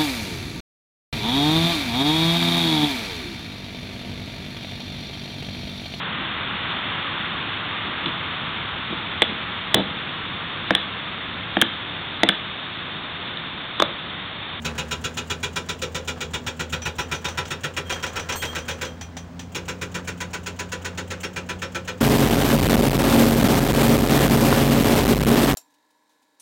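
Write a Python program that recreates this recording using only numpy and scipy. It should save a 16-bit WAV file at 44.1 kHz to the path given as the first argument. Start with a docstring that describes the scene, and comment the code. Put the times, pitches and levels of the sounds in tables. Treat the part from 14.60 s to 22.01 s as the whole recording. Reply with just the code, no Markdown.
"""An excavator breaks rock on open ground, some way off. From the start its hydraulic hammer pounds
nearly eight times a second over the diesel: the valve hisses, the piston cracks, the steel housing
rattles and rings, the ground thumps. After two seconds the rock crumbles and the chisel works loose,
clanking, then squealing. Just past four seconds the pounding stops, leaving three light hammer taps
over the diesel; near five it starts again and runs to the end."""
import sys
import numpy as np
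from scipy import signal
from scipy.fft import rfft, irfft
from scipy.io import wavfile

SR = 44100
rng = np.random.default_rng(int(sys.argv[2]) if len(sys.argv) > 2 else 0)


def int16_out(signal):
    """Quantize to a 16-bit WAV file."""
    q = np.round(np.clip(np.atleast_2d(signal).T, -1, 1) * 32767)
    wavfile.write(sys.argv[1], SR, q.astype(np.int16))


N = 326781
TIME = np.arange(N) / SR
AGE = TIME[:SR // 3]   # seconds since a hit

# runs of the hammer: start_s, blow_count, interval_s, extra_starting_interval_s
HAMMER_RUNS = [(.0475, 33, .1285, .0034), (4.9477, 20, .12741, .0072)]
# weight and brightness of the blows: time_s, force_db, clank_db, treble_db
BLOW_LEVELS = [(0, -29, -24.5, -28), (1.0, -27.5, -26.5, -26.5), (2.0, -27.3, -27, -28),
               (3.1, -27, -27, -28.5), (4.1, -27.5, -27, -28.5), (4.95, -30, -26.5, -27),
               (5.2, -30, -32, -28.5), (6.0, -31.5, -30, -26), (6.75, -31.5, -31.5, -29.5),
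               (7.41, -29, -27.5, -31.5)]
# rattle envelope by band: centre_hz, rise_s, hold_s, t60_s, likeness to the blow before (0-1)
RATTLE_BANDS = [(200, 0.013, 0.024, 0.078, 0.89), (508, 0.0093, 0.026, 0.37, 0.83),
                (830, 0.0033, 0.025, 0.18, 0.57), (1695, 0.0032, 0.016, 0.13, 0.52),
                (3420, 0.0033, 0.018, 0.15, 0.42), (6260, 0.0017, 0.017, 0.12, 0.77),
                (14900, 0.0028, 0.011, 0.065, 0.89)]
# tone colour of the rattle: frequency_hz, gain_db
HOUSING_EQ = [(100, -21), (200, -6), (300, 0), (450, 1.5), (700, -7.5), (1150, -3), (1600, 4.5),
              (2200, -2.5), (3400, -2.5), (4700, -9), (7300, -5), (8300, -17), (12500, -29.5), (14000, -25),
              (15300, -14)]
# broad resonances of the housing: centre_hz, width_hz, boost_db
HOUSING_PEAKS = [(1450, 140, 5), (2450, 250, 7.5), (2875, 280, 4.5), (3330, 230, 0.5), (3685, 133, 9),
                 (6455, 140, 7)]
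# tone colour of steel hitting steel: frequency_hz, gain_db
KNOCK_EQ = [(150, -10), (400, 1.5), (800, 12.5), (1150, 4), (1500, 7.5), (3400, 8), (4700, 0), (6300, 5.5),
            (8500, -5.5), (12500, -24), (15300, -10)]
# ringing modes of housing and boom: pitch_hz, gain_db
STEEL_MODES = [(347, -16), (402, -15.5), (432, -20), (462, -15.5), (505, -12), (543, -16), (833, -16),
               (898, -16.5), (990, -9), (1191, -26), (1337, -7.5), (1520, -12.5), (1935, -14), (2256, -17),
               (2397, -7), (2547, -15.5), (3262, -15.5), (3385, -16.5), (3712, -29), (4152, -27),
               (5510, -14.5), (8835, -22.5), (9305, -21)]
# low-end weight as the chisel settles: time_s, thump_gain_db, boom_gain_db
LOW_END = [(0, 6.5, 2), (1.08, -1, -0.5), (1.22, 3, 5.5), (1.75, -1, -1), (2.3, 6.5, 2), (2.8, 0, 2.5),
           (5.3, 5, 3.5), (5.7, -2, -1), (7.41, -0.5, 4.5)]
# tone colour of the ground thump: frequency_hz, gain_db
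THUMP_EQ = [(25, -11), (45, -16), (60, 3.5), (85, 5.5), (120, 5.5), (160, 15), (200, -9.5), (400, -28.5)]
# tone colour of falling chips: frequency_hz, gain_db
GRAVEL_EQ = [(250, 0), (600, 0.5), (1000, 2), (1700, 3.5), (2100, -5.5), (3200, -9), (8000, -24),
             (13000, -45)]
# spills of broken rock: start_s, length_s, level_db
ROCK_SPILLS = [(0, 0.13, -40), (2.355, 0.56, -46), (3.25, 0.66, -42.5)]
# pieces of stone cracking off: start_s, level_db
ROCK_CRUNCHES = [(1.555, -39), (3.356, -34), (3.744, -34), (3.922, -36), (5.375, -36.5)]
# tone colour of the oil hiss: frequency_hz, gain_db
VALVE_EQ = [(500, -38), (1500, -13), (3000, 6), (4500, -17), (7000, 2.5), (9000, -9.5), (12500, -21),
            (15300, -7)]
# notes from glancing blows: start_s, pitch_hz, level_db
GLANCING_PINGS = [(.312, 3730, -31), (1.226, 505, -26.5), (2.386, 990, -25), (2.515, 2400, -31.5),
                  (6.641, 5500, -35), (7.04, 5491, -41)]
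# clanks of the loose chisel, then three light hammer taps in the last rows: start_s, knock_db, ring_db
CLANKS_AND_TAPS = [(2.219, -35.5, -48.5), (2.407, -36, -54), (2.547, -31.5, -53), (2.684, -29.5, -54),
                   (2.853, -35, -65), (3.324, -27, -51), (3.464, -29, -51.5), (3.595, -30, -50.5),
                   (3.722, -25, -51), (3.851, -29.5, -50), (3.982, -31.5, -55), (4.109, -31, -52),
                   (4.249, -31.5, -56), (4.41, -32.5, -53), (4.567, -32.5, -55), (4.793, -33.5, -59)]
# ringing modes of the chisel: pitch_hz, gain_db, t60_s
CHISEL_MODES = [(2430, 5, 0.25), (3210, 5, 0.3), (5900, 12.5, 0.17)]
# the chisel rubbing on rock: start_s, length_s, screech_db, singing_db
CHISEL_RUBS = [(3.251, 0.045, -64, -41), (3.312, 0.03, -58, -34), (3.755, 0.021, -39.5, -42),
               (3.794, 0.045, -54, -35.5), (3.876, 0.027, -56, -35), (4.016, 0.026, -76, -47),
               (4.164, .04, -74, -53), (4.26, 0.032, -72, -44)]
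# high cluster of the screech: pitch_hz, gain_db
SCREECH_TONES = [(4301, -3), (6481, -2), (7440, -1), (8258, -1), (8635, -4), (10842, -16), (11117, -11),
                 (11423, -7), (13754, -6), (14233, -2), (14700, -8), (15009, -7), (15450, -9)]
# engine speed, sagging under load: time_s, firing_hz
ENGINE_SPEED = [(0.0, 76.7), (0.2, 76.8), (0.95, 83.77), (1.28, 83.1), (1.83, 80.34), (2.4, 81.27),
                (3.05, 86.8), (3.5, 85.7), (3.9, 81.2), (4.15, 80.9), (5.04, 89), (5.47, 88.17),
                (7.41, 90.4)]
# overtones of the exhaust: time_s, second_harmonic_db, third_harmonic_db
EXHAUST_OVERTONES = [(0, -44.5, -41.5), (1.3, -47, -51), (1.9, -47, -43), (3.2, -51.5, -60.5),
                     (4.15, -47, -48), (5.2, -41.5, -49.5), (7.41, -43, -55)]
# tone colour of exhaust and fan noise: frequency_hz, gain_db
ROAR_EQ = [(20, -53), (45, -12), (60, 0.5), (100, 5), (150, 0), (240, 3.5), (330, -8), (600, -7.5),
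           (1500, -16), (3000, -25), (7000, -31.5), (13000, -52), (15300, -36)]

TWIN_OFFSET_HZ, TWIN_DB = 48, -10   # each chisel mode beats against a close, quieter twin


def hammer_blows(build_up_blows=3, slowing_s_per_blow=.000083, spread_db=1.1):
    """Time and force of each blow: a run starts sluggishly as oil pressure builds, later slows a touch."""
    times = []
    for start, count, interval, extra_interval in HAMMER_RUNS:
        blow = np.arange(count)
        build_up = extra_interval * build_up_blows * (1 - np.exp(-blow / build_up_blows))
        times.extend(start + interval * blow + build_up + slowing_s_per_blow * blow ** 2 / 2)
    times = np.array(times)
    return times, at_times(BLOW_LEVELS, times)[0] + spread_db * rng.standard_normal(len(times))


def piston_crack(times, force_db, trim_db=-1, t60_s=0.0093):
    """The piston meets the chisel with a hard crack, ahead of the rattle."""
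    snaps = rng.standard_normal((len(times), len(AGE))) * from_db(-60 * AGE / t60_s)
    return colour(place(times, snaps * from_db(force_db + trim_db)[:, None]), KNOCK_EQ)


def housing_rattle(times, force_db, trim_db=2.0, scatter_db=-26.5):
    """Each blow rattles the housing, the lows swelling later; the slopes scatter a faint tail back."""
    _, clank_db, treble_db = at_times(BLOW_LEVELS, times)
    log_centres = np.log([row[0] for row in RATTLE_BANDS])
    log_hz = np.log(np.arange(len(AGE) // 2 + 1) * SR / len(AGE) + 1)
    scatter = from_db(scatter_db) * burst(0.018, 0.045, 0.86)
    blows = 0
    for solo, (hz, rise, hold, t60, likeness) in zip(np.eye(len(RATTLE_BANDS)), RATTLE_BANDS):
        crossover = np.sqrt(np.interp(log_hz, log_centres, solo))
        favoured = favoured_modes(len(times)) if hz > 1000 else 1
        noise = irfft(rfft(repeated_noise(likeness, len(times))) * crossover * favoured, len(AGE))
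        band_db = treble_db if 5000 < hz < 10000 else clank_db if hz > 2700 else force_db
        envelope = np.hypot(burst(rise, hold, t60), scatter)
        blows += noise * envelope * from_db(band_db + trim_db)[:, None]
    return colour(place(times, blows), HOUSING_EQ, HOUSING_PEAKS)


def favoured_modes(count, spacing_hz=75, spread_db=4.0, likeness=0.932):
    """Each blow favours its own handful of the housing's many close modes: one EQ curve per blow."""
    mode_index = np.arange(len(AGE) // 2 + 1) * SR / len(AGE) / spacing_hz
    gains = from_db(spread_db * repeated_noise(likeness, count))
    return unit_rms(np.array([np.interp(mode_index, np.arange(len(AGE)), row) for row in gains]))


def steel_ring(times, force_db, trim_db=-0.5, shift_db=3.0, spread_db=4.0):
    """Housing and boom ring at fixed pitches; which ones stand out shifts as the chisel settles."""
    boom_db = -27.5 + at_times(LOW_END, times)[1]
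    band_hz, *rise_hold_t60, _ = np.transpose(RATTLE_BANDS)
    tones, strengths = [], []
    for hz, gain_db in STEEL_MODES:
        envelope = burst(*[np.interp(hz, band_hz, column) for column in rise_hold_t60])
        tones.append(envelope * np.exp(2j * np.pi * hz * AGE))
        settling_db = shift_db * np.tanh(np.interp(times, TIME, drift(0.83)))
        accent_db = spread_db * rng.uniform(-1.07, 1, len(times))
        phase = rng.uniform(0, 2 * np.pi) + 1.24 * rng.standard_normal(len(times))
        drive_db = boom_db if hz < 700 else force_db
        strength = from_db(drive_db + gain_db + trim_db + settling_db + accent_db)
        strengths.append(strength * np.exp(1j * phase))
    return place(times, (np.transpose(strengths) @ np.array(tones)).real)


def ground_thump(times, force_db, trim_db=-8):
    """The rock takes each blow with a dull thump."""
    thump_db = force_db + trim_db + at_times(LOW_END, times)[0]
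    thumps = repeated_noise(likeness=0.82, count=len(times)) * burst(0.00026, 0.01, 0.14)
    return colour(place(times, thumps * from_db(thump_db)[:, None]), THUMP_EQ)


def crumbling_rock(times, force_db, trickle_db=-18.5, grains_per_s=1000):
    """Every blow sheds a trickle of chips; now and then a piece cracks off or the rock spills."""
    # the three envelopes add as power
    trickle = place(times, np.outer(from_db(force_db + trickle_db), burst(0.027, 0.034, 0.88)) ** 2)
    spills = sum((from_db(db) * swell(start, length, rise_s=0.02, t60_s=2.3)) ** 2
                 for start, length, db in ROCK_SPILLS)
    crunch_s, crunch_db = np.transpose(ROCK_CRUNCHES)
    crunches = place(crunch_s, np.outer(from_db(crunch_db), burst(0.0049, 0.018, 0.18)) ** 2)
    clicks = (rng.random(N) < grains_per_s / SR) * rng.choice([-1, 1], N)
    size_db = 3 * np.minimum(rng.exponential(1, N), 2)
    clump_db = 2.5 * drift(8.8)
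    gravel = unit_rms(colour(clicks * from_db(size_db + clump_db), GRAVEL_EQ))
    return gravel * np.sqrt(trickle + spills + crunches)


def valve_hiss(times, lead_s=.031, level_db=-45.5, spread_db=3.0):
    """Oil spurts through the valve just before each blow, as the piston turns round."""
    spurts = rng.standard_normal((len(times), len(AGE))) * burst(0.0051, 0.0084, 0.072)
    spurt_db = level_db + spread_db * rng.standard_normal((len(times), 1))
    return colour(place(times - lead_s, spurts * from_db(spurt_db)), VALVE_EQ)


def glancing_pings():
    """A glancing blow makes one mode of the steel ring out as a clear note."""
    envelope = burst(0.0034, 0.0087, 0.13)
    notes = [from_db(db) * envelope * np.sin(2 * np.pi * hz * AGE) for _, hz, db in GLANCING_PINGS]
    return place([row[0] for row in GLANCING_PINGS], notes)


def clanks_and_taps(ring_trim_db=2.5, spread_db=1.5):
    """The chisel knocks in its bushing or takes a light hammer tap: a clatter, then a beating ring."""
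    times, knock_db, ring_db = np.transpose(CLANKS_AND_TAPS)
    envelope = np.hypot(burst(0.00052, 0.0042, 0.056), from_db(-8) * burst(0.0061, 0.018, 0.17))
    clatter = rng.standard_normal((len(times), len(AGE))) * envelope * from_db(knock_db)[:, None]
    rings = 0
    for hz, gain_db, t60 in CHISEL_MODES:
        strength = from_db(ring_db + gain_db + ring_trim_db - spread_db * rng.standard_normal(len(times)))
        twin_phase = 2 * np.pi * ((hz + TWIN_OFFSET_HZ) * AGE + rng.random((len(times), 1)))
        pair = np.sin(2 * np.pi * hz * AGE) + from_db(TWIN_DB) * np.sin(twin_phase)
        rings += strength[:, None] * pair * burst(0.00061, 0.011, t60)
    return colour(place(times, clatter), KNOCK_EQ) + place(times, rings)


def chisel_squeal(roughness=0.41, overtone_db=-15):
    """Steel slides on stone: the rod sings in a beating pair and an overtone, with a screech on top."""
    def rough_tone(hz, wander_hz=28):
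        flutter = 1 + roughness * np.tanh(drift(110))
        return flutter * np.sin(2 * np.pi * np.cumsum(hz + wander_hz * drift(72)) / SR)
    screech_level, singing_level = 0, 0
    for start, length, screech_db, singing_db in CHISEL_RUBS:
        rub = swell(start, length, rise_s=0.003, t60_s=0.34)
        screech_level = np.hypot(screech_level, rub * from_db(screech_db))
        singing_level = np.hypot(singing_level, rub * from_db(singing_db))
    main_hz, overtone_hz = CHISEL_MODES[1][0], CHISEL_MODES[2][0]
    rod = rough_tone(main_hz) + from_db(TWIN_DB) * rough_tone(main_hz + TWIN_OFFSET_HZ)
    rod += from_db(overtone_db) * rough_tone(overtone_hz)
    screech = sum(from_db(db) * rough_tone(hz, wander_hz=22) for hz, db in SCREECH_TONES)
    return singing_level * rod + screech_level * screech


def diesel(fundamental_db=-41, roar_db=-42, waver_db=1.65, jitter=0.0045):
    """The exhaust drones at the firing rate and two overtones; its roar throbs with each firing."""
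    firing_hz, = at_times(ENGINE_SPEED, TIME)
    phase = 2 * np.pi * np.cumsum(firing_hz * (1 + jitter * drift(21))) / SR
    drone = 0
    for harmonic, db in enumerate([fundamental_db, *at_times(EXHAUST_OVERTONES, TIME)], 1):
        amplitude = np.sqrt(2) * from_db(db + waver_db * drift(5.2))
        drone += amplitude * np.sin(harmonic * phase + rng.uniform(0, 2 * np.pi))
    throb = 1 + 0.11 * np.sin(phase)
    return drone + from_db(roar_db) * colour(rng.standard_normal(N) * throb, ROAR_EQ)


def machine_whine(pitch_hz=9700, level_db=-68, end_s=1.6):
    """A faint high whine from the machine fades out early on."""
    fade = np.clip(end_s - TIME, 0, 1)
    return from_db(level_db) * fade * np.sin(2 * np.pi * np.cumsum(pitch_hz + 20 * drift(23)) / SR)


def from_db(db):
    return 10 ** (np.asarray(db) / 20)


def unit_rms(x):
    return x / np.sqrt(np.mean(x ** 2) + 1e-20)


def at_times(rows, times):
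    """Each column of an automation curve at the given times."""
    time_s, *columns = np.transpose(rows)
    return [np.interp(times, time_s, column) for column in columns]


def burst(rise_s, hold_s, t60_s, age=AGE):
    """Envelope of one hit: rises, holds, then dies away."""
    return (1 - np.exp(-age / rise_s)) * from_db(-60 * np.maximum(age - hold_s, 0) / t60_s)


def swell(start_s, hold_s, rise_s, t60_s):
    """The same envelope on the scene's timeline."""
    return burst(rise_s, hold_s, t60_s, age=np.maximum(TIME - start_s, 0))


def drift(rate_hz):
    """Smooth random modulation with a spread of 1."""
    hop, warm_up = 40, 2000
    pole = np.exp(-2 * np.pi * hop * rate_hz / SR)
    noise = rng.standard_normal(N // hop + warm_up + 2)
    slow = signal.lfilter([1], [1, -2 * pole, pole * pole], noise)[warm_up:]
    return np.interp(np.arange(N) / hop, np.arange(len(slow)), unit_rms(slow))


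def repeated_noise(likeness, count):
    """One noise per blow, each partly the same as the one before."""
    noise = rng.standard_normal((count, len(AGE)))
    for k in range(1, count):
        noise[k] = likeness * noise[k - 1] + np.sqrt(1 - likeness ** 2) * noise[k]
    return noise


def colour(x, eq, peaks=(), size=8192):
    """Minimum-phase EQ with resonant peaks on top; white noise keeps its power."""
    hz = np.arange(size // 2 + 1) * SR / size
    eq_hz, eq_db = np.transpose(eq)
    db = np.interp(np.log(hz + 1), np.log(eq_hz), eq_db)
    for centre, width, boost_db in peaks:
        db += boost_db / (1 + (2 * (hz - centre) / width) ** 2)
    cepstrum = irfft(np.log(from_db(db)))
    response = irfft(np.exp(rfft(2 * cepstrum[:size // 2], size)))
    return signal.fftconvolve(x, response / np.linalg.norm(response))[:N]


def place(times, sounds):
    """Lay one sound at each time."""
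    track = np.zeros(N + len(AGE))
    for start_s, sound in zip(times, sounds):
        at = int(np.clip(start_s * SR, 0, N))
        track[at:at + len(sound)] += sound
    return track[:N]


def scene():
    """The mono mix: hammer and rock in front, chisel accents, the engine as a bed."""
    times, force_db = hammer_blows()
    hammer = piston_crack(times, force_db) + housing_rattle(times, force_db) + steel_ring(times, force_db)
    rock = ground_thump(times, force_db) + crumbling_rock(times, force_db)
    accents = valve_hiss(times) + glancing_pings() + clanks_and_taps() + chisel_squeal()
    return (hammer + rock + accents + diesel() + machine_whine())[None]


def record(dry):
    """A steep low-pass takes off the very top."""
    cutoff_hz = 15750
    return signal.sosfilt(signal.ellip(10, .2, 80, cutoff_hz, fs=SR, output="sos"), dry)


dry = scene()
out = record(dry)
int16_out(out)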